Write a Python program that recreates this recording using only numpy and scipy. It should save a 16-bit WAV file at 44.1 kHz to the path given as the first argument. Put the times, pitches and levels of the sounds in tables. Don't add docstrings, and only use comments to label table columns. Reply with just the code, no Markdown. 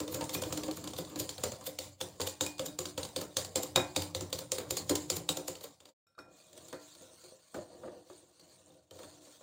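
import sys
import numpy as np
from scipy import signal
from scipy.fft import rfft, irfft
from scipy.io import wavfile

SR = 44100
rng = np.random.default_rng(int(sys.argv[2]) if len(sys.argv) > 2 else 0)


def how_loud(loudness_db):
    steps = np.asarray(loudness_db, float) / 20
    return 10 ** steps


def output_pcm(signal):
    pcm = np.clip(np.atleast_2d(signal).T, -1, 1) * 32767
    wavfile.write(sys.argv[1], SR, np.round(pcm).astype(np.int16))


N = 415422
TIME = np.arange(N) / SR
BEATING_START_S, STIRRING_START_S = 1.34, 6.18
STIRRING = TIME > STIRRING_START_S


def at_hz(points, hz):
    f, value = np.array(points).T[:2]
    return np.interp(np.log(hz), np.log(f), value)


def in_time(rows):
    s, *columns = np.transpose(rows)
    return [np.interp(TIME, s, column) for column in columns]


def rms_one(x):
    return x / np.sqrt(np.mean(x ** 2) + 1e-20)


def bandpass(x, low_hz, high_hz, order=2):
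    return signal.sosfilt(signal.butter(order, [low_hz, high_hz], "band", fs=SR, output="sos"), x)


def highpass(x, hz, order):
    return signal.sosfilt(signal.butter(order, hz, "high", fs=SR, output="sos"), x)


def impulses(s, height):
    clicks = np.zeros(N)
    clicks[np.round(s * SR).astype(int)] = height
    return clicks


def drift(rate):
    r = np.exp(-80 * np.pi * rate / SR)
    noise = rng.standard_normal(N // 40 + 2002)
    slow = signal.lfilter([1], [1, -2 * r, r * r], noise)[2000:]
    return np.interp(np.arange(N) / 40, np.arange(len(slow)), rms_one(slow))


def ring(clicks, hz, t60):
    r, w = how_loud(-60 / (t60 * SR)), 2 * np.pi * hz / SR
    return signal.lfilter([0, np.sin(w)], [1, -2 * r * np.cos(w), r * r], clicks + 1e-18)


def coloured(x, spectrum):
    hz = np.maximum(np.fft.rfftfreq(2048, 1 / SR), 10)
    cepstrum = irfft(at_hz(spectrum, hz) * np.log(10) / 20)
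    cepstrum[1:1024] *= 2
    cepstrum[1025:] = 0
    response = irfft(np.exp(rfft(cepstrum)))
    return signal.oaconvolve(x, response)[:len(x)]


def grains(per_s, spread_db):
    uneven = np.minimum(rng.exponential(1, N), 4)
    sizes = how_loud(spread_db * uneven) * rng.choice([-1, 1], N)
    return sizes * (rng.random(N) < per_s / SR)


def patchy(x, low_hz, count, patchy_db, rate):
    edges = low_hz * 2 ** (np.arange(count + 1) / 3)
    return sum(how_loud(patchy_db * drift(rate)) * bandpass(x, a, b) for a, b in zip(edges, edges[1:]))


def bursts(s, level_db, fall_s):
    t = np.arange(round(.15 * SR)) / SR
    out, chance = np.zeros(N + len(t)), rng.standard_normal((len(s), len(t)))
    for start, db, noise in zip(s, level_db, chance):
        run = noise * np.exp(-t / fall_s)
        i = round(start * SR)
        out[i:i + len(t)] += how_loud(db) * run / np.sqrt(np.sum(run ** 2))
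    return out[:N]


def room_hiss():
    return how_loud(-96.5) * signal.lfilter([1], [1, -.9], rng.standard_normal(N))


# f/Hz, t60/s
KITCHEN_T60 = [(200, 0.23), (1000, 0.37), (4000, 0.1), (10000, 0.17), (16000, 0.055)]


def kitchen(x):
    t = np.arange(round(.5 * SR)) / SR
    noise, tail = rng.standard_normal(len(t)), 0
    for hz in 140 * 2 ** np.arange(7):
        band = bandpass(noise, hz, min(2 * hz, .45 * SR))
        tail = tail + band * how_loud(-60 * t / at_hz(KITCHEN_T60, np.sqrt(2) * hz))
    tail = tail * np.clip(t / 0.03, 0, 1)
    return signal.oaconvolve(x, tail / np.sqrt(np.sum(tail ** 2)))[:N]


# t/s, peak level/dB, thump level/dB, thin top/dB re peak
RATTLE = [(.002, -26, -28, -9), (0.0433, -47, -57, -20), (0.11, -46, -51, -10), (.772, -32, -31, 3),
          (1.0993, -42, -45, 3), (1.121, -53, -45, -26), (1.6102, -41.5, -43, -16),
          (0.0777, -30.5, -34, -17), (0.1263, -35, -32.5, 11), (0.145, -24, -26, 1.5),
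          (0.2091, -27, -26.5, -17), (0.24, -30, -53, -20), (0.2931, -25, -32.5, -15), (0.348, -20, -26, 3),
          (0.4204, -25, -29.5, -1), (0.4351, -26, -33.5, -29), (0.5045, -51, -33.5, -23),
          (0.5245, -23, -29, -27), (0.5736, -25, -29, -4), (0.634, -26.5, -31, -26),
          (0.6805, -37, -29, -18), (.7112, -29, -39, -4), (0.841, -32.5, -36.5, -2),
          (0.874, -27, -33.5, -26), (0.934, -31, -35, -25), (0.964, -33, -59, -27), (0.987, -26, -29, 2.5),
          (1.048, -37, -55, -26), (1.158, -29, -34, -21), (1.1999, -20.5, -30, 2), (1.291, -24, -36.5, -45),
          (1.38, -31, -33.5, -27), (1.4361, -19, -24.5, -4), (1.5185, -30.5, -32.5, -26),
          (1.641, -42, -51, 2), (1.6702, -24, -37, 5.5)]
# t/s, peak level/dB, thump level/dB, brightest wire f/Hz, thin top/dB re peak
BEATS = [(1.7872, -21.5, -42, 4470, -26), (2.011, -20.5, -41, 3590, -9), (2.2041, -24.5, -29, 7200, -27),
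         (2.4084, -14.5, -30.5, 3800, -28), (2.5933, -23, -27, 3660, -40), (2.7881, -20, -29.5, 7140, -44),
         (2.977, -23, -25.5, 4550, -26), (3.1613, -19, -29.5, 4500, -15), (3.3678, -13, -27.5, 6400, -17),
         (3.5566, -13.5, -24.5, 7460, -32), (3.7593, -8, -18.5, 3690, -37),
         (3.962, -12.5, -28.5, 3740, -23), (4.1479, -19.5, -33.5, 4700, -39),
         (4.3277, -17.5, -33, 4660, -33), (4.518, -14.5, -36, 7140, -14.5),
         (4.7072, -16.5, -33, 7140, -2.5), (4.8949, -15, -25, 7020, -4.5), (5.1001, -13.5, -31, 7300, -10),
         (5.2897, -11.5, -28.5, 3940, -30), (5.4812, -21, -30.5, 7000, 0), (5.641, -30, -35.5, 4500, 4)]
# t/s, peak level/dB, thump level/dB, thin top/dB re peak
GLANCES = [(2.0051, -36, -34, -1.5), (2.214, -20.5, -33, -26), (2.2728, -20, -49, 1.5),
           (2.463, -23, -39, -5), (2.581, -35, -45, -19), (2.6617, -24, -41, 1),
           (2.8547, -23.5, -38.5, -25), (3.03, -24, -51, -25), (3.049, -27.5, -36, -22),
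           (3.2143, -26, -30, 1.5), (3.447, -27, -42, -21), (3.633, -22, -34, 1), (3.949, -41, -45, -21),
           (4.303, -43, -63, 2), (4.692, -58, -55, -13.5), (2.198, -34, -24, -14), (4.0196, -23.5, -34, -5),
           (4.2078, -25.5, -30, -27), (4.3886, -25.5, -35.5, 0), (4.583, -23, -25.5, -2),
           (4.7703, -18.5, -28.5, -1.5), (4.953, -16, -30, -22), (5.1677, -22.5, -31.5, 4.5),
           (5.371, -22.5, -29, -1), (5.553, -33, -40, -39), (5.6095, -36.5, -40, -2),
           (5.8022, -42, -48, -23), (5.8542, -39.5, -47, -14), (5.8884, -49, -57, -22.5)]
# t/s, peak level/dB, brightest wire f/Hz
TAPS = [(6.5296, -45, 7250), (6.576, -41, 3300), (6.6832, -42, 7250), (6.7276, -37, 3590),
        (6.9496, -45.5, 4430), (7.0194, -47, 7220), (7.2394, -48, 3820), (7.5433, -40.5, 7530),
        (8.1025, -55, 2590), (8.3958, -48.5, 4540), (8.9092, -43.5, 3180), (8.9885, -43, 3850),
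        (9.0314, -42.5, 3730)]


def contacts_table():
    rattle = [(s, db, thump, top, thump - 16.5, 0) for s, db, thump, top in RATTLE]
    beats = [(s, db, thump, top, thump - 19.5, hz) for s, db, thump, hz, top in BEATS]
    glances = [(s, db, thump, top, thump - 22.5, 0) for s, db, thump, top in GLANCES]
    taps = [(s, db, db - 10.5, -6, db - 10.5 - 16, hz) for s, db, hz in TAPS]
    return np.array(rattle + beats + glances + taps)


# t/s, speed as hiss level/dB, pressure as rumble level/dB
BEATING = [(0, -62, -51.5), (.44, -52.5, -51), (1.0, -61, -53.5), (1.4, -55.5, -60), (1.78, -64, -77),
           (1.84, -48, -56.5), (2.0, -78, -70), (2.03, -60, -59), (2.48, -67.5, -63), (3.8, -61, -58),
           (5.2, -65, -55), (5.5, -63.5, -68), (5.75, -64.5, -87), (5.92, -100, -100)]
# t/s, length/s, speed as hiss level/dB, pressure as rumble level/dB
STIRS = [(6.05, 0.16, -90.5, -87), (6.174, 0.069, -67, -62), (6.236, 0.13, -93, -62.5),
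         (6.276, 0.5, -66.5, -73.5), (6.48, 0.52, -61, -62.5), (6.727, 0.74, -62, -78),
         (6.97, 0.25, -78, -63.5), (7.148, 0.3, -61, -71), (7.265, 1, -68.5, -91),
         (7.531, 0.15, -61.5, -47.5), (7.634, 0.45, -69.5, -54), (7.826, 0.15, -67, -51),
         (7.935, 0.2, -69, -63), (8.037, 0.32, -64.5, -67), (8.24, 0.36, -71, -84.5),
         (8.357, 0.45, -65.5, -67.5), (8.631, 0.27, -69.5, -65.5), (8.906, 0.4, -59.5, -62.5),
         (9.15, 0.5, -61, -66.5)]


def hand():
    power = how_loud(2 * np.array(in_time(BEATING)))
    power = power + how_loud(2 * np.array([[-81], [-76]])) * STIRRING
    for s, length, *db in STIRS:
        u = (TIME - s) / length
        swell = np.clip(np.minimum(u / 0.19, (1 - u) / 0.6), 0, 1)
        power = power + how_loud(2 * np.array(db))[:, None] * swell ** 2
    speed_db, pressure_db = 10 * np.log10(power)
    phase = np.searchsorted([BEATING_START_S, STIRRING_START_S], TIME)
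    rocking_db = pressure_db + np.array([-1, 2, -6])[phase]
    rocking_db = np.where(STIRRING, np.minimum(rocking_db, -75.5), rocking_db)
    return speed_db, pressure_db, rocking_db


def shaken(steady_db, strike_db, rise_s, t60, stop_s):
    kicks = impulses(contacts_table()[:, 0], how_loud(2 * strike_db))
    t = np.arange(round(.4 * SR)) / SR
    shudder = (1 - np.exp(-t / rise_s)) * how_loud(-120 * t / t60) * np.exp(-(t / stop_s) ** 3)
    return np.sqrt(how_loud(2 * steady_db) + np.maximum(signal.oaconvolve(kicks, shudder)[:N], 0))


# f/Hz, level/dB, t60/s
COUNTER = [(96, 2, 1), (127, 15, 0.12), (165.3, -0.5, 1), (225, -36.5, 0.067)]


def counter_boom():
    rocking = grains(200, spread_db=-5.0)
    boom = sum(how_loud(db) * ring(rocking, hz, 0.53 * t60) for hz, db, t60 in COUNTER)
    return bandpass(rms_one(boom), 55, 300)


# f/Hz, level/dB re pressure, t60/s
STIR_MODES = [(356, -3.5, 0.08), (521.4, -2.5, 0.064), (628.6, -4.5, 0.066)]


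def bowl_rumble(coarse):
    rumble = bowl(coarse, damping=0.47, slosh_db=19.0, low_db=2)
    rumble = rms_one(patchy(rumble, 202.1, count=10, patchy_db=2.6, rate=10.5))
    circling = np.clip((BEATING_START_S - TIME) / 0.16, 0, 1)
    rumble = rumble + how_loud(0.5) * circling * rms_one(ring(coarse, 304.7, 0.12))
    grind = sum(how_loud(db) * rms_one(ring(coarse, hz, t60)) for hz, db, t60 in STIR_MODES)
    return np.where(STIRRING, how_loud(-4) * rumble + grind, rumble)


# f/Hz, width/Hz, level/dB
WIRES = [(3485, 52, 4.5), (4940, 180, -2), (4920, 130, 0), (6030, 41, -1), (7260, 30, 2), (7400, 27, 4.5),
         (7530, 150, -6.5), (8740, 28, -10.5), (9480, 230, 1)]
# f/Hz, level/dB per Hz
HISS = [(590, -37), (1000, -9.5), (1700, -21), (2600, -11.5), (4200, -1), (5700, -8), (7200, -0.5),
        (9500, -8.5), (11800, -16), (13600, -16), (14900, -18), (16000, -12.5)]
# f/Hz, level/dB per Hz
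POWDER = [(530, -26), (900, -10.5), (1410, -9), (1900, -13.5), (2900, -10), (3700, -5.5), (4400, -0.5),
          (5300, -12.5), (6300, -3.5), (8450, -4.5), (11800, -22), (16000, -20.5)]


def wire_hiss(fine):
    wires = sum(how_loud(db + 4 * drift(8)) * rms_one(ring(fine, hz, 2.2 / width)) for hz, width, db in WIRES)
    scrape = np.where(STIRRING, rms_one(coloured(fine, POWDER)), rms_one(coloured(fine, HISS)))
    patchy_db = np.where(STIRRING, 1.7, 1.5)
    swish = patchy(scrape, 1000, count=12, patchy_db=patchy_db, rate=14)
    wires_db = -9.0 - 9 * STIRRING
    hiss = rms_one(rms_one(swish) + how_loud(wires_db) * rms_one(wires))
    loose_wires = rms_one(coloured(grains(210, spread_db=1.5), CRACK))
    return hiss + how_loud(-8.0) * loose_wires


def drag():
    hiss_db, rumble_db, boom_db = hand()
    _, peak_db, thump_db, top_db, thud_db, _ = contacts_table().T
    fine = rms_one(grains(15000, spread_db=2.5)) * how_loud(1.3 * drift(21))
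    coarse = rms_one(grains(3000, spread_db=4.0)) * how_loud(2.1 * drift(6.3))
    tips = rms_one(bandpass(fine, 14300, 15800))
    splash = rms_one(bandpass(coarse, 750, 2840))

    shudder_db = np.minimum(peak_db, -13) - 21.0
    hiss_gain = shaken(hiss_db - .5, shudder_db, rise_s=0.0025, t60=0.3, stop_s=0.24)
    tips_db = hiss_db - 32.0 + 5.0 * drift(12)
    tips_gain = shaken(tips_db, peak_db + top_db - 30.5, rise_s=.002, t60=0.067, stop_s=.07)
    rumble_gain = shaken(rumble_db - .5, thump_db - 10.0, rise_s=0.032, t60=0.32, stop_s=0.11)
    splash_gain = shaken(rumble_db - 21.0, thump_db - 20.5, rise_s=0.0058, t60=0.2, stop_s=0.057)
    boom_gain = shaken(boom_db - .5, thud_db - 0.5, rise_s=0.0036, t60=0.44, stop_s=0.39)
    return (hiss_gain * wire_hiss(fine) + tips_gain * tips + rumble_gain * bowl_rumble(coarse)
            + splash_gain * splash + boom_gain * counter_boom())


# t/s, peak level/dB, f/Hz
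TICKS = [(6.07, -69.5, 7230), (6.151, -72, 4400), (6.18, -46, 1240), (6.188, -46, 1430),
         (6.189, -48.5, 4500), (6.189, -55, 7200), (6.41, -53, 8500), (7.544, -46, 1520),
         (7.548, -50, 2280), (8.412, -53, 5900), (8.53, -59, 6700), (8.66, -49, 7500), (8.705, -57, 3660),
         (8.91, -57, 3150), (8.909, -52, 4200), (9.045, -54, 3520)]


def ticks():
    out = np.zeros(N)
    t = np.arange(64) / SR
    for s, db, hz in TICKS:
        click = np.zeros(4096)
        click[:64] = how_loud(db) * np.hanning(64) / 16 * np.sin(2 * np.pi * hz * t)
        out[round(s * SR):][:len(click)] += ring(click, hz, 68 / hz)
    return out


# f/Hz, level/dB, t60/s
GLASS = [(3779, -5, .17), (3735, -9, .07), (3830, -10, .06), (1374, -1, .3), (1520, -10, .2),
         (2457, -9, .38), (2436, -8, .12), (2490, -7, .07), (5400, -1, .2), (11600, -13, .13),
         (7820, -9, .12)]
# [1: 3.8, 2: 1.4, 3: 2.5, 4: 5.4, 5: 7.8 kHz]
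DRIVEN_BY = [1, 1, 1, 2, 2, 3, 3, 3, 4, 4, 5]
# t/s, level/dB of the 3.8, 2.5 and 7.8 kHz modes
CLINKS = [
    (0.3512, -54, -37, -48),
    (2.2736, -52, -47, -47),
    (2.464, -48, -38, -48),
    (2.6845, -43, -60, -50),
    (3.558, -42, -47, -37.5),
    (5.2904, -28, -44, -22),
    (3.7594, -15.5, -28.5, -47.5),
]
# t/s, peak level/dB, sharpness/dB on its two top modes, 2.5 kHz mode/dB re peak
DISH = [
    (6.0693, -70.5, 4.5, -11),
    (6.151, -68, -16, -17),
    (6.188, -52, 3, -11),
    (6.199, -73, 3, 9.5),
    (6.3114, -73, -14, 2),
    (6.401, -78, -13, 14),
    (6.728, -53, -4, -6),
]
DISH_MODES_DB = [-11, -6, -1, -12, -15]


def rim():
    held = np.array([(s, a, a - 24, b, a - 22, c) for s, a, b, c in CLINKS])
    free = []
    for s, db, sharp_db, mid_db in DISH:
        modes_db = db + np.array(DISH_MODES_DB)
        modes_db[3:] += sharp_db
        modes_db[2] += mid_db
        free.append((s, *modes_db))
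    free = np.array(free, float)
    out = np.zeros(N)
    for (hz, db, t60), column in zip(GLASS, DRIVEN_BY):
        bowl_clicks = impulses(held[:, 0], how_loud(held[:, column] + db))
        dish_clicks = impulses(free[:, 0], how_loud(free[:, column] + db))
        ringing = ring(bowl_clicks, hz, t60) + ring(dish_clicks, hz, 1.54 * t60)
        out += ringing * how_loud(2.5 * drift(70))
    return out


# t/s, level/dB of two counter modes and the two lowest bowl modes
SEATINGS = [(0.144, -53, -63, -49, -62), (0.344, -47, -50, -53, -45), (0.984, -55, -47, -47, -49),
            (1.198, -59, -63, -48.5, -51.5), (1.437, -40, -49, -60, -58), (1.67, -68, -59, -52, -71),
            (1.785, -45, -75, -57.5, -56), (2.011, -45, -48, -59, -48.5), (2.203, -39.5, -57, -49, -55),
            (2.408, -37.5, -50.5, -41, -46), (2.594, -51, -49, -50, -59), (2.658, -53, -45.5, -46, -62),
            (2.79, -50, -48, -62, -44), (2.854, -61, -57, -50.5, -45.5), (2.975, -67, -51, -54, -58.5),
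            (3.16, -39.5, -46, -44.5, -45), (3.212, -62, -53, -66, -61.5), (3.364, -43, -53.5, -60.5, -54),
            (3.555, -49, -56, -42.5, -47.5), (3.63, -63, -52, -45.5, -56), (3.76, -53, -50, -42.5, -29.5),
            (3.961, -35, -43, -42, -52), (4.146, -37, -58, -56, -49), (4.207, -37, -48.5, -61, -46),
            (4.325, -39, -45, -50, -51), (4.517, -49, -73, -58, -46), (4.584, -44, -70, -44, -46),
            (4.707, -37.5, -71, -49, -40), (4.77, -42.5, -64, -55, -52.5),
            (4.894, -34.5, -47, -31.5, -33.5), (5.104, -35, -50, -53, -43), (5.164, -52, -45.5, -47, -50.5),
            (5.289, -41, -40, -44, -56), (5.37, -49, -42, -46.5, -47), (5.481, -60, -50, -58, -48)]
STIR_SEATINGS = [(6.182, -64, -75, -64, -63), (6.528, -78, -87, -69, -74), (6.727, -74, -60, -58, -59),
                 (6.997, -79, -75, -64, -76), (7.235, -74, -76, -79, -63), (7.541, -62, -60, -72, -53),
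                 (7.834, -81, -74, -71, -58), (7.949, -78, -77, -80, -61.5), (8.097, -86, -85, -67, -54.5),
                 (8.414, -67, -65, -70, -83), (8.71, -74, -66, -65, -75), (8.911, -55, -63, -59, -72),
                 (9.034, -59, -70, -58, -78), (9.198, -78, -76, -61.5, -75)]
SEAT_HZ, SEAT_T60_S = [93, 166, 299, 361], [.33, .33, .24, .16]
SEAT_DB = [-2, 1, 6, 5.5]


def seatings():
    rows, out = np.array(SEATINGS + STIR_SEATINGS), np.zeros(N)
    push = np.hanning(round(0.024 * SR))
    t = np.arange(len(push)) / SR
    for k, (hz, db, t60) in enumerate(zip(SEAT_HZ, SEAT_DB, SEAT_T60_S)):
        clicks = impulses(rows[:, 0], how_loud(rows[:, k + 1] + db))
        swell = signal.oaconvolve(ring(clicks, hz, t60), push * np.cos(2 * np.pi * hz * t))
        out += 2 * swell[:N] / push.sum() * how_loud(2.8 * drift(17))
    return out


# f/Hz, level/dB, t60/s
BOWL = [(299, -4, 0.22), (362, -7, 0.15), (421, -11, 0.19), (523.7, 8, 0.11), (582.7, 1, 0.091),
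        (634, -8.5, 0.11), (753, -5.5, 0.09), (922, -9, 0.13), (1016, -10, 0.11), (1120, -6, 0.05)]


def bowl(push, damping, slosh_db, low_db):
    modes = sum(how_loud(db + low_db * (hz < 400)) * ring(push, hz, damping * t60) for hz, db, t60 in BOWL)
    slap = bandpass(push, 270, 1100)
    return highpass(modes + how_loud(slosh_db) * slap, 230, order=4)


# t/s, peak level/dB, upper body/dB re peak
KNOCKS = [(3.768, -27.5, 10), (4.906, -18.5, -12), (6.187, -48, 6), (6.727, -32, -4), (7.0, -63, -13),
          (7.235, -62, -25), (8.415, -62, -5), (8.7, -54, -25), (9.27, -46, -25), (7.316, -55, -30),
          (7.543, -29.5, -5.5), (7.835, -38.5, -3.5), (7.88, -44, -4), (7.93, -49, -22), (8.1, -43.5, -3),
          (8.912, -43, -29), (8.989, -44, 0.5), (9.035, -43.5, -0.5), (9.409, -42, -18)]


def bottom_knocks():
    s, db, upper_db = np.transpose(KNOCKS)
    low = bowl(bursts(s, db - 15.0, fall_s=.014), damping=1.0, slosh_db=10, low_db=-3)
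    upper = bursts(s, db + upper_db + 26.5, fall_s=.016)
    return low + bandpass(upper, 650, 1650, order=3)


# t/s, peak level/dB
BLOW_KNOCKS = [(0.144, -43), (0.293, -51), (0.347, -63), (0.421, -35), (0.573, -50), (0.683, -43.5),
               (0.984, -32), (1.197, -66), (1.435, -32), (1.674, -33.5), (1.787, -35.5), (2.012, -33.5),
               (2.214, -41), (2.271, -35.5), (2.409, -27), (2.595, -27.5), (2.658, -53), (2.788, -39.5),
               (2.978, -59), (3.161, -32), (3.365, -28), (3.555, -29.5), (3.631, -45), (3.756, -31),
               (3.964, -27), (4.149, -30), (4.325, -30.5), (4.521, -28), (4.704, -29), (4.897, -57),
               (5.099, -34), (5.289, -40), (5.37, -31.5), (5.481, -34.5)]
STIR_KNOCKS = [(6.528, -59), (6.728, -42), (6.999, -62), (7.234, -53.5), (7.319, -46), (7.544, -38.5),
               (7.695, -58), (7.834, -44), (7.879, -51), (8.101, -50), (8.414, -62), (8.697, -69),
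               (8.749, -62), (8.912, -45.5), (8.988, -50), (9.269, -62)]
# f/Hz, level/dB, t60/s
KNOCK_MODES = [(526, 0, 0.2), (521, -12, 0.12), (596, -8.5, 0.15)]


def blow_knocks():
    s, db = np.array(BLOW_KNOCKS + STIR_KNOCKS).T
    clicks = impulses(s + .003, how_loud(db - 4.0))
    soft = signal.lfilter(np.hanning(40) / 20, 1, clicks)
    return sum(how_loud(db + 2.5 * drift(35)) * ring(soft, hz, t60) for hz, db, t60 in KNOCK_MODES)


def thump():
    s, _, thump_db = contacts_table().T[:3]
    push = bursts(s + 0.001045, thump_db - 16.5, fall_s=.006)
    return bowl(push, damping=0.82, slosh_db=37, low_db=-6.5)


# f/Hz, level/dB per Hz
CRACK = [(410, -37.5), (700, 4.5), (1770, -10), (3600, 1.5), (5920, -3.5), (7110, 2.5), (7690, -5.5),
         (8310, -2), (13700, -22), (15000, 2), (16000, -30.5)]
BRIGHT_HZ = [3660, 4500, 4700, 7630, 7140]


def cracks(fall_s, wire_t60, wire_db):
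    lead_s = .03
    t = np.arange(round(.08 * SR)) / SR - lead_s
    rows = contacts_table()
    out, chance = np.zeros(N + 2 * len(t)), rng.standard_normal((len(rows), len(t)))
    any_wire = rng.choice(BRIGHT_HZ, len(rows))
    for (s, db, _, top_db, _, hz), noise, other in zip(rows, chance, any_wire):
        wire_hz = hz or other
        swell_s = np.clip(0.0028 * how_loud(3.3 * top_db), .0003, .008)
        first_loops = how_loud(-10.5) * np.exp(-np.abs(t) / 0.0022)
        skid = how_loud(min(top_db, 0) - 25.0) * (t < 0) * np.clip(1 + t / 0.047, 0, 1)
        envelope = np.exp(np.minimum(t / swell_s, -t / fall_s)) + first_loops + skid
        contacts = envelope * noise * np.abs(noise)

        leaning = [(f, d - 2 * abs(np.log2(f / wire_hz))) for f, d in CRACK]
        body = rms_one(coloured(contacts, leaning))
        wire = rms_one(ring(contacts, wire_hz, wire_t60))
        squeal = rms_one(bandpass(contacts, 14100, 15400))
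        thin = rms_one(highpass(contacts, 11000, order=4)) + how_loud(-5) * squeal
        this_wire_db = wire_db + 0.5 * (s > STIRRING_START_S)
        strike = body + how_loud(this_wire_db) * wire + how_loud(top_db - 3.5) * thin
        i = len(t) + round((s + .001 - lead_s) * SR)
        out[i:i + len(t)] += how_loud(db - 24.5) * strike
    return out[len(t):len(t) + N]


def strikes():
    crack = cracks(fall_s=0.0035, wire_t60=0.039, wire_db=-6.5)
    return crack + thump() + blow_knocks() + bottom_knocks() + seatings()


def scene():
    hits = strikes()
    return (room_hiss() + how_loud(-10.5) * kitchen(hits) + drag() + ticks() + rim() + hits)[None]


def band_limit(x):
    return signal.sosfilt(signal.butter(12, 16990, fs=SR, output="sos"), x)


# t/s, level/dB
FADE = [
    (0, 0),
    (5.9, -2),
    (5.935, -22),
    (5.945, -93.5),
    (6.06, -94.5),
    (6.068, 2),
    (9.42, 0.5),
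]


def record(dry):
    x = highpass(dry, 70, order=3)
    x = signal.sosfilt(signal.cheby2(8, 22, 16100, fs=SR, output="sos"), x)
    mix = x * how_loud(in_time(FADE)[0])
    return band_limit(mix)


dry = scene()
out = record(dry)
output_pcm(out)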